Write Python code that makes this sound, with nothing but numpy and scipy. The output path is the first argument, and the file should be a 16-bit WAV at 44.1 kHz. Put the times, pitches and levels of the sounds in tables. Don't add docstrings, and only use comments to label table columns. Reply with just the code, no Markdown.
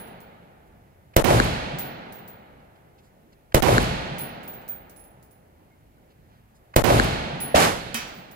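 import sys
import numpy as np
from scipy import signal
from scipy.fft import rfft, irfft, next_fast_len
from scipy.io import wavfile
from scipy.ndimage import map_coordinates

SR = 44100
rng = np.random.default_rng(int(sys.argv[2]) if len(sys.argv) > 2 else 0)


def ratio_of_db(decibels):
    return 10 ** (np.asarray(decibels, float) / 20)


def wav_record(signal):
    frames = np.transpose(np.atleast_2d(signal))
    bounded = np.clip(frames, -1, 1)
    quanta = np.round(bounded * 32767).astype(np.int16)
    wavfile.write(sys.argv[1], SR, quanta)


N = 368235
LEFT_LAG_S = 18.5 / SR

# (time [s], charge level [dB], left capsule wakes after the shot [s])
SHOTS = [
    (-0.95, 0, 0.11),
    (1.1615, 0, 0.111),
    (3.542, 0, 0.122),
    (6.7592, 1, 0.114),
]
# (time after ignition [s], level [dB], half length [s], sign, left minus right [dB])
BLAST = [
    (0.0006, -17, 0.0003, 1, -4),
    (0.0018, -14, 0.0003, -1, -4),
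    (0.0031, 10, 0.0006, -1, 0),
    (0.0038, 13, 0.0011, 1, 0),
    (0.0058, 20, 0.0004, 1, -2),
    (0.0078, 10, 0.00025, 1, -12),
    (0.0101, 6, 0.0003, 1, -14),
    (0.0134, 8, 0.0004, 1, 2),
]
# (time after ignition [s], pitch [Hz], cycles, level [dB], left minus right [dB])
SLAPS = [(0.144, 1900, 2.5, -6, 2), (0.15, 620, 2.5, 1, 3), (0.187, 500, 1.5, -5, 4),
         (0.125, 900, 2, -1, -4), (0.2, 120, 7, -12, 0), (0.2395, 1500, 2.2, 5, 7),
         (0.2435, 300, 0.8, -4, 6), (0.2395, 4300, 4, -3, 4), (0.277, 8000, 1.5, -17, 3),
         (0.287, 12000, 1.5, -17, -6), (0.25, 48, 5, -18, 0), (0.585, 150, 5, -28, 0)]
# (frequency [Hz], level [dB per Hz])
ROOF_TONE = [(18, -40), (40, -13), (125, -1), (206, -7), (359, -5), (620, -4), (1150, -12), (1890, -18),
             (4300, -27), (8000, -30), (12500, -29), (15500, -38), (16500, -60)]
# (frequency [Hz], level [dB per Hz])
FIELD_TONE = [(18, -31), (45, -4), (86, -20), (150, -2), (300, -13), (625, -10), (850, -10), (1050, -19),
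              (1400, -15), (2100, -18), (4400, -24), (4800, -30), (13400, -54), (16500, -76)]
# (frequency [Hz], roof t60 [s], field t60 [s])
DECAY = [(40, 0.9, 1.4), (120, 0.62, 2.4), (400, 0.54, 2.9), (1200, 0.57, 2.7), (4000, 0.55, 1.7),
         (9000, 0.55, 0.95), (16000, 0.38, 0.55)]
# (frequency [Hz], share [0-1])
ALIKE = [(50, 0.85), (150, 0.9), (350, 0.75), (800, 0.42), (1800, 0.35), (5000, 0.2), (15000, 0.2)]
# (frequency [Hz], left minus right [dB])
LEAN = [(60, 0.0), (110, -0.5), (200, -1.0), (380, -0.5), (700, -0.5), (1290, 1.5), (2380, -5.0),
        (4400, -4.5), (8120, 1.5), (15000, 0.5)]
# (time after shot [s], pitch [Hz], cycles, level [dB], left minus right [dB])
NEIGHBOUR_SLAPS = [
    (0.004, 600, 2.4, 3, -3),
    (0.009, 2600, 6, -11, -2),
    (0.012, 70, 1.2, -15, 0),
    (0.0185, 6000, 1.2, -2, 3),
    (0.0175, 3500, 2, -5, 0),
    (0.021, 600, 2, -2, 0),
    (0.04, 700, 4, -5, -2),
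    (0.06, 9000, 1.5, -6, 3),
    (0.09, 4500, 1.5, -9, 2),
    (0.109, 6000, 1.3, -8, 2),
]
# (frequency [Hz], level [dB per Hz])
NEIGHBOUR_TONE = [(18, -44), (30, -18), (196, -6), (420, -6), (680, -2), (953, -7), (1490, -9), (3000, -17),
                  (12300, -27), (15200, -34), (16500, -51)]
# (time [s], strength [dB], low over high ring [dB]: up on its mouth, down on its base)
BOUNCES = [(0.0034, -47, -4), (0.0744, -54, -3), (0.2034, -56, -3), (1.786, -28, -15), (1.8542, -44, -14),
           (2.124, -48, -17), (2.148, -47, -22), (2.1844, -51, -28), (2.277, -44, -17), (4.1839, -34, -3),
           (4.2048, -35, -2), (4.4318, -55, -8), (4.4767, -36, -22), (4.5326, -43, -26), (4.6159, -57, -23),
           (4.6794, -36, -17), (4.6877, -30, -26), (4.8958, -52, -17), (4.9621, -48, 12), (4.995, -48, 11),
           (5.0394, -53, 1), (5.2265, -62, -1), (5.3094, -60, 0), (7.4031, -31, 5), (7.4145, -28, 8),
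           (8.076, -58, -6), (8.1384, -54, -15), (8.1753, -52, -18), (8.313, -50, -8)]
# (frequency [Hz], level [dB], t60 [s])
LOW_RING = [(10620, -2, 0.33), (10770, 0, 0.3), (10930, -12, 0.25)]
# (frequency [Hz], level [dB], t60 [s])
HIGH_RING = [(14860, -12, 0.24), (14950, -8, 0.3), (15050, 0, 0.26), (15170, -8, 0.3), (15310, -12, 0.2)]
# (frequency [Hz], level [dB], t60 [s])
BENCH_RING = [(1350, -4, 0.4), (1850, -3, 0.35), (2315, -5, 0.5), (2546, 1, 0.35), (3080, 1, 0.3),
              (4673, -11, 0.65), (4953, -12, 0.35), (5620, -3, 0.4), (6272, -7, 0.45), (6783, -9, 0.45),
              (7994, -6, 0.12), (9022, -8, 0.14)]
# (time [s], centre [Hz], length [s], level [dB])
RUSTLES = [(0.675, 9000, 0.012, -70), (1.14, 1400, 0.006, -48), (2.6, 2500, 0.01, -68),
           (2.76, 2100, 0.01, -64), (2.99, 2800, 0.016, -62), (3.05, 5500, 0.04, -70),
           (3.33, 3000, 0.01, -60), (3.523, 1500, 0.004, -42), (6.11, 2500, 0.02, -66),
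           (6.32, 600, 0.07, -62), (6.33, 2600, 0.07, -70), (6.38, 70, 0.09, -56), (5.6, 75, 0.2, -60),
           (6.56, 6000, 0.022, -67), (6.741, 1100, 0.005, -37)]
# (time [s], pitch [Hz], cycles, level [dB], left minus right [dB])
SQUEAKS = [
    (5.725, 2150, 90, -64, 0),
    (5.985, 1500, 12, -58, 0),
]
# (frequency [Hz], level [dB per Hz])
AIR_TONE = [(18, -12), (40, 2), (120, 0), (200, -5), (400, -10), (800, -12), (1050, -19), (2000, -22),
            (3200, -30), (5000, -35), (8000, -36), (13000, -31), (15500, -33), (16500, -55)]
# (time after ignition [s], pitch [Hz], cycles, level [dB], left minus right [dB])
SQUEAL = [
    (0.004, 12500, 8, -9, 0),
    (0.0052, 14000, 8, -11, -4),
    (0.0845, 15300, 20, -36, -40),
    (0.086, 12500, 12, -33, -40),
    (0.0875, 14500, 10, -35, -40),
]


def read(table, hz):
    x, *columns = np.transpose(table)
    return [np.interp(np.log(hz), np.log(np.maximum(x, 1)), c) for c in columns]


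def add(out, x, at_s, pan_db=0):
    mono = x.ndim == 1
    for ch, (lag_s, sign) in enumerate([(LEFT_LAG_S, 1), (0, -1)]):
        one = x if mono else x[ch]
        start = int(round((at_s + (lag_s if mono else 0)) * SR))
        a, b = np.clip([start, start + len(one)], 0, out.shape[1])
        out[ch, a:b] += one[a - start:b - start] * ratio_of_db(sign * pan_db / 2)


def diffuse(size):
    hz = np.maximum(np.arange(size // 2 + 1) * SR / size, 1)
    both, left, right = rfft(rng.standard_normal((3, size)))
    share = np.clip(read(ALIKE, hz)[0], 0, 1)
    lean = ratio_of_db(read(LEAN, hz)[0] / 2)
    late = np.exp(-2j * np.pi * hz * LEFT_LAG_S)
    shared = both * np.array([late * lean, 1 / lean])
    own = np.array([left * lean, right / lean])
    return np.sqrt(share) * shared + np.sqrt(1 - share) * own


def colour(table, hz):
    gain = ratio_of_db(read(table, hz)[0])
    return gain[:, None] / np.sqrt(np.mean(gain ** 2))


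def shape(spectrum, gain):
    hz, t, frames = signal.stft(irfft(spectrum), SR, nperseg=1024)
    return signal.istft(frames * gain(np.maximum(hz, 1), t), SR, nperseg=1024)[1]


def space(noise, tone, roof_db, field_db, hold_s=0, quick=1, rise_s=0.007):
    def gain(hz, t):
        roof_s, field_s = np.array(read(DECAY, hz))[:, :, None]
        roof = colour(tone, hz) * ratio_of_db(roof_db - 60 * np.maximum(t - hold_s, 0) / roof_s / quick)
        field = colour(FIELD_TONE, hz) * ratio_of_db(field_db - 60 * (t - 0.5) / field_s)
        return np.hypot(roof, field * (1 - np.exp(-(t / 0.15) ** 2)))
    out = shape(noise, gain)
    age = np.maximum(np.arange(out.shape[1]) / SR - 0.003, 0)
    return out * (1 - np.exp(-age / rise_s))


def slap(out, at_s, rows):
    for s, hz, cycles, db, pan_db in rows:
        half = cycles / hz / 2
        t = np.arange(-3 * half, 3 * half, 1 / SR)
        burst = -ratio_of_db(db) * np.exp(-(t / half) ** 2) * np.cos(2 * np.pi * hz * t)
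        add(out, burst, at_s + s - 3 * half, pan_db)


def ring(modes, db, chance, size=13000):
    hz, mode_db, t60 = np.transpose(modes)[:, :, None]
    t = np.arange(size) / SR
    chance = chance[:len(modes)]
    level = ratio_of_db(mode_db + 2.5 * chance[:, :1] - 60 * t / t60)
    lines = level * np.sin(2 * np.pi * hz * (1 + 0.0015 * chance[:, 1:2]) * t)
    return ratio_of_db(db) * lines.sum(axis=0) * (1 - np.exp(-t / 0.003))


def tick(db, lo_hz, t60, size=8820):
    t = np.arange(size) / SR
    noise = signal.lfilter(*signal.butter(2, lo_hz, "high", fs=SR), rng.standard_normal((2, size)))
    return noise * (ratio_of_db(db + 5 - 60 * t / t60) + ratio_of_db(db + 9 - 60 * t / 0.012))


def air(count=80, channels=12):
    level_db, flutter_db = -55, 3.0
    steps = rng.standard_normal((channels, count))

    def gain(hz, t):
        band = np.log2(np.maximum(hz / 40, 1)) * 1.3
        place = np.meshgrid(band, t / t[-1] * (count - 1), indexing="ij")
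        flutter = map_coordinates(steps, place, order=1, mode="nearest")
        depth_db = flutter_db * np.minimum(1, 600 / hz)[:, None]
        return colour(AIR_TONE, hz) * ratio_of_db(level_db + depth_db * flutter)
    return shape(diffuse(next_fast_len(N + N % 2, True)), gain)[:, :N].copy()


def rustles(out, size=16384):
    slap(out, 0, SQUEAKS)
    for s, hz, length, db in RUSTLES:
        t = np.arange(size) / SR - 2 * length
        band = signal.butter(2, [hz / 1.8, hz * 1.7], "band", fs=SR)
        noise = signal.lfilter(*band, rng.standard_normal(size))
        puff = np.exp(-np.where(t < 0, 3 * t * t, t * t) / length ** 2)
        add(out, noise / noise.std() * ratio_of_db(db) * puff, s - 2 * length, -2)


def cases(out):
    last = -0.04
    earlier = ring(LOW_RING, -35, np.zeros((3, 2))) + ring(HIGH_RING, -43, np.zeros((5, 2)))
    add(out, earlier, last, -3)
    full_flight_s = 0.25
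    for s, db, tilt_db in BOUNCES:
        flight = np.clip(s - last, 0.005, full_flight_s)
        last = s
        chance = rng.standard_normal((2, len(LOW_RING + HIGH_RING), 2))
        low_db, high_db = db + min(tilt_db, 0) - 1, db - max(tilt_db, 0) + 3
        brass = [ring(LOW_RING, low_db, ear) + ring(HIGH_RING, high_db, ear[::-1]) for ear in chance]
        pan_db = -4.5 + 1.5 * rng.standard_normal()
        add(out, np.array(brass), s, pan_db)
        tick_db = -49 + 0.6 * (db + 40) + 13 * np.log10(flight / full_flight_s)
        add(out, tick(tick_db, 4200, 0.19), s, pan_db)


def neighbour_case(out):
    s, ring_db, thud_db, tick_db = 7.9436, -32, -23, -33
    add(out, ring(BENCH_RING, ring_db, 0.3 * rng.standard_normal((len(BENCH_RING), 2))), s, -3)
    add(out, ring([(230, 0, 0.12)], thud_db, np.zeros((1, 2))), s)
    add(out, tick(tick_db, 3000, 0.25), s, -3)
    dull = signal.butter(2, 2900, fs=SR)
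    add(out, signal.lfilter(*dull, tick(tick_db + 7, 900, 0.8, size=17000)), s, -3)


def neighbour(out):
    s, roof_db, field_db, pan_db = 7.5425, -10.5, -40, -2
    roar = space(diffuse(size=49152), NEIGHBOUR_TONE, roof_db, field_db, hold_s=0.08, quick=0.72, rise_s=0.004)
    add(out, roar, s, pan_db)
    slap(out, s, NEIGHBOUR_SLAPS)


def rifle(out, size=512):
    fresh = 0.2
    place = diffuse(size=147456)
    for s, db, _ in SHOTS:
        echoes = np.sqrt(1 - fresh) * place + np.sqrt(fresh) * diffuse(size=147456)
        shot = space(echoes, ROOF_TONE, roof_db=6, field_db=-30)
        for after, pulse_db, half, sign, pan_db in BLAST:
            t = np.arange(size) / SR / half
            front = (1 - t) * np.exp(-t)
            jet = 0.6 * t * np.exp(-t) * np.diff(rng.standard_normal(size + 1))
            add(shot, sign * ratio_of_db(pulse_db) * (front + jet), after, pan_db)
        slap(shot, 0, SLAPS)
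        add(out, shot * ratio_of_db(db), s)


def scene():
    out = air()
    for source in (rustles, cases, neighbour_case, neighbour, rifle):
        source(out)
    return out


def pair(left, right):
    return np.array([[left], [right]], float)


def capsules(size=16384):
    age = np.arange(size) / SR
    gain_db, offset, loss = np.zeros((3, 2, N))
    sag_db = pair(-7, -10) * (1 - np.exp(-age / pair(0.02, 0.06)))
    fainting = 1 - np.exp(-np.maximum(age - pair(0.063, 0.04), 0) / pair(0.008, 0.011))
    faint = ratio_of_db(sag_db + (pair(-110, -52) - sag_db) * fainting)
    faint[1] += ratio_of_db(-34) * (age > 0.069)
    faint[1] += ratio_of_db(-17) * np.exp(-((age - 0.0752) / 0.0004) ** 2)
    push_s = 0.0049
    pinned = pair(2.5, 1.6) * (age > push_s) * np.exp(-abs(age - push_s) / pair(0.0065, 0.005))
    swing = 0.22 * np.exp(-((age - pair(0.069, 0.063)) / 0.006) ** 2)
    for s, _, left_wake in SHOTS:
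        since = age - pair(left_wake, 0.0805)
        waking_db = pair(-20, 5) * np.exp(-abs(since) / pair(0.012, 0.007))
        add(gain_db, np.where(since >= 0, waking_db, 20 * np.log10(faint)), s)
        add(offset, -(pinned + swing), s)
        add(loss, pair(0, 0.85) * (since >= 0) * np.exp(-abs(since) / 0.03), s)
    return ratio_of_db(gain_db), offset, np.clip(1 - loss, 0.02, 1)


def roll_off(x):
    return signal.sosfilt(signal.butter(12, 16970, fs=SR, output="sos"), x)


def record(dry):
    keep = np.exp(-1 / (0.016 * SR))
    power = signal.lfilter([1 - keep], [1, -keep], np.mean(dry ** 2, axis=0))
    control = (1 + (power / ratio_of_db(-11.5) ** 2) ** 2) ** -0.23
    gain, offset, headroom = capsules()
    x = dry * control * gain * ratio_of_db(2.2) + offset
    x = np.where(x > 0, headroom * np.tanh(x / headroom), np.tanh(x))
    for s, *_ in SHOTS:
        slap(x, s, SQUEAL)
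    x = signal.lfilter(*signal.butter(2, 38, "high", fs=SR), x)
    x = np.clip(0.74 * x, -0.85, 0.85)
    x = signal.sosfilt(signal.ellip(8, 0.5, 60, 15900, fs=SR, output="sos"), x)
    return roll_off(x)


dry = scene()
out = record(dry)
wav_record(out)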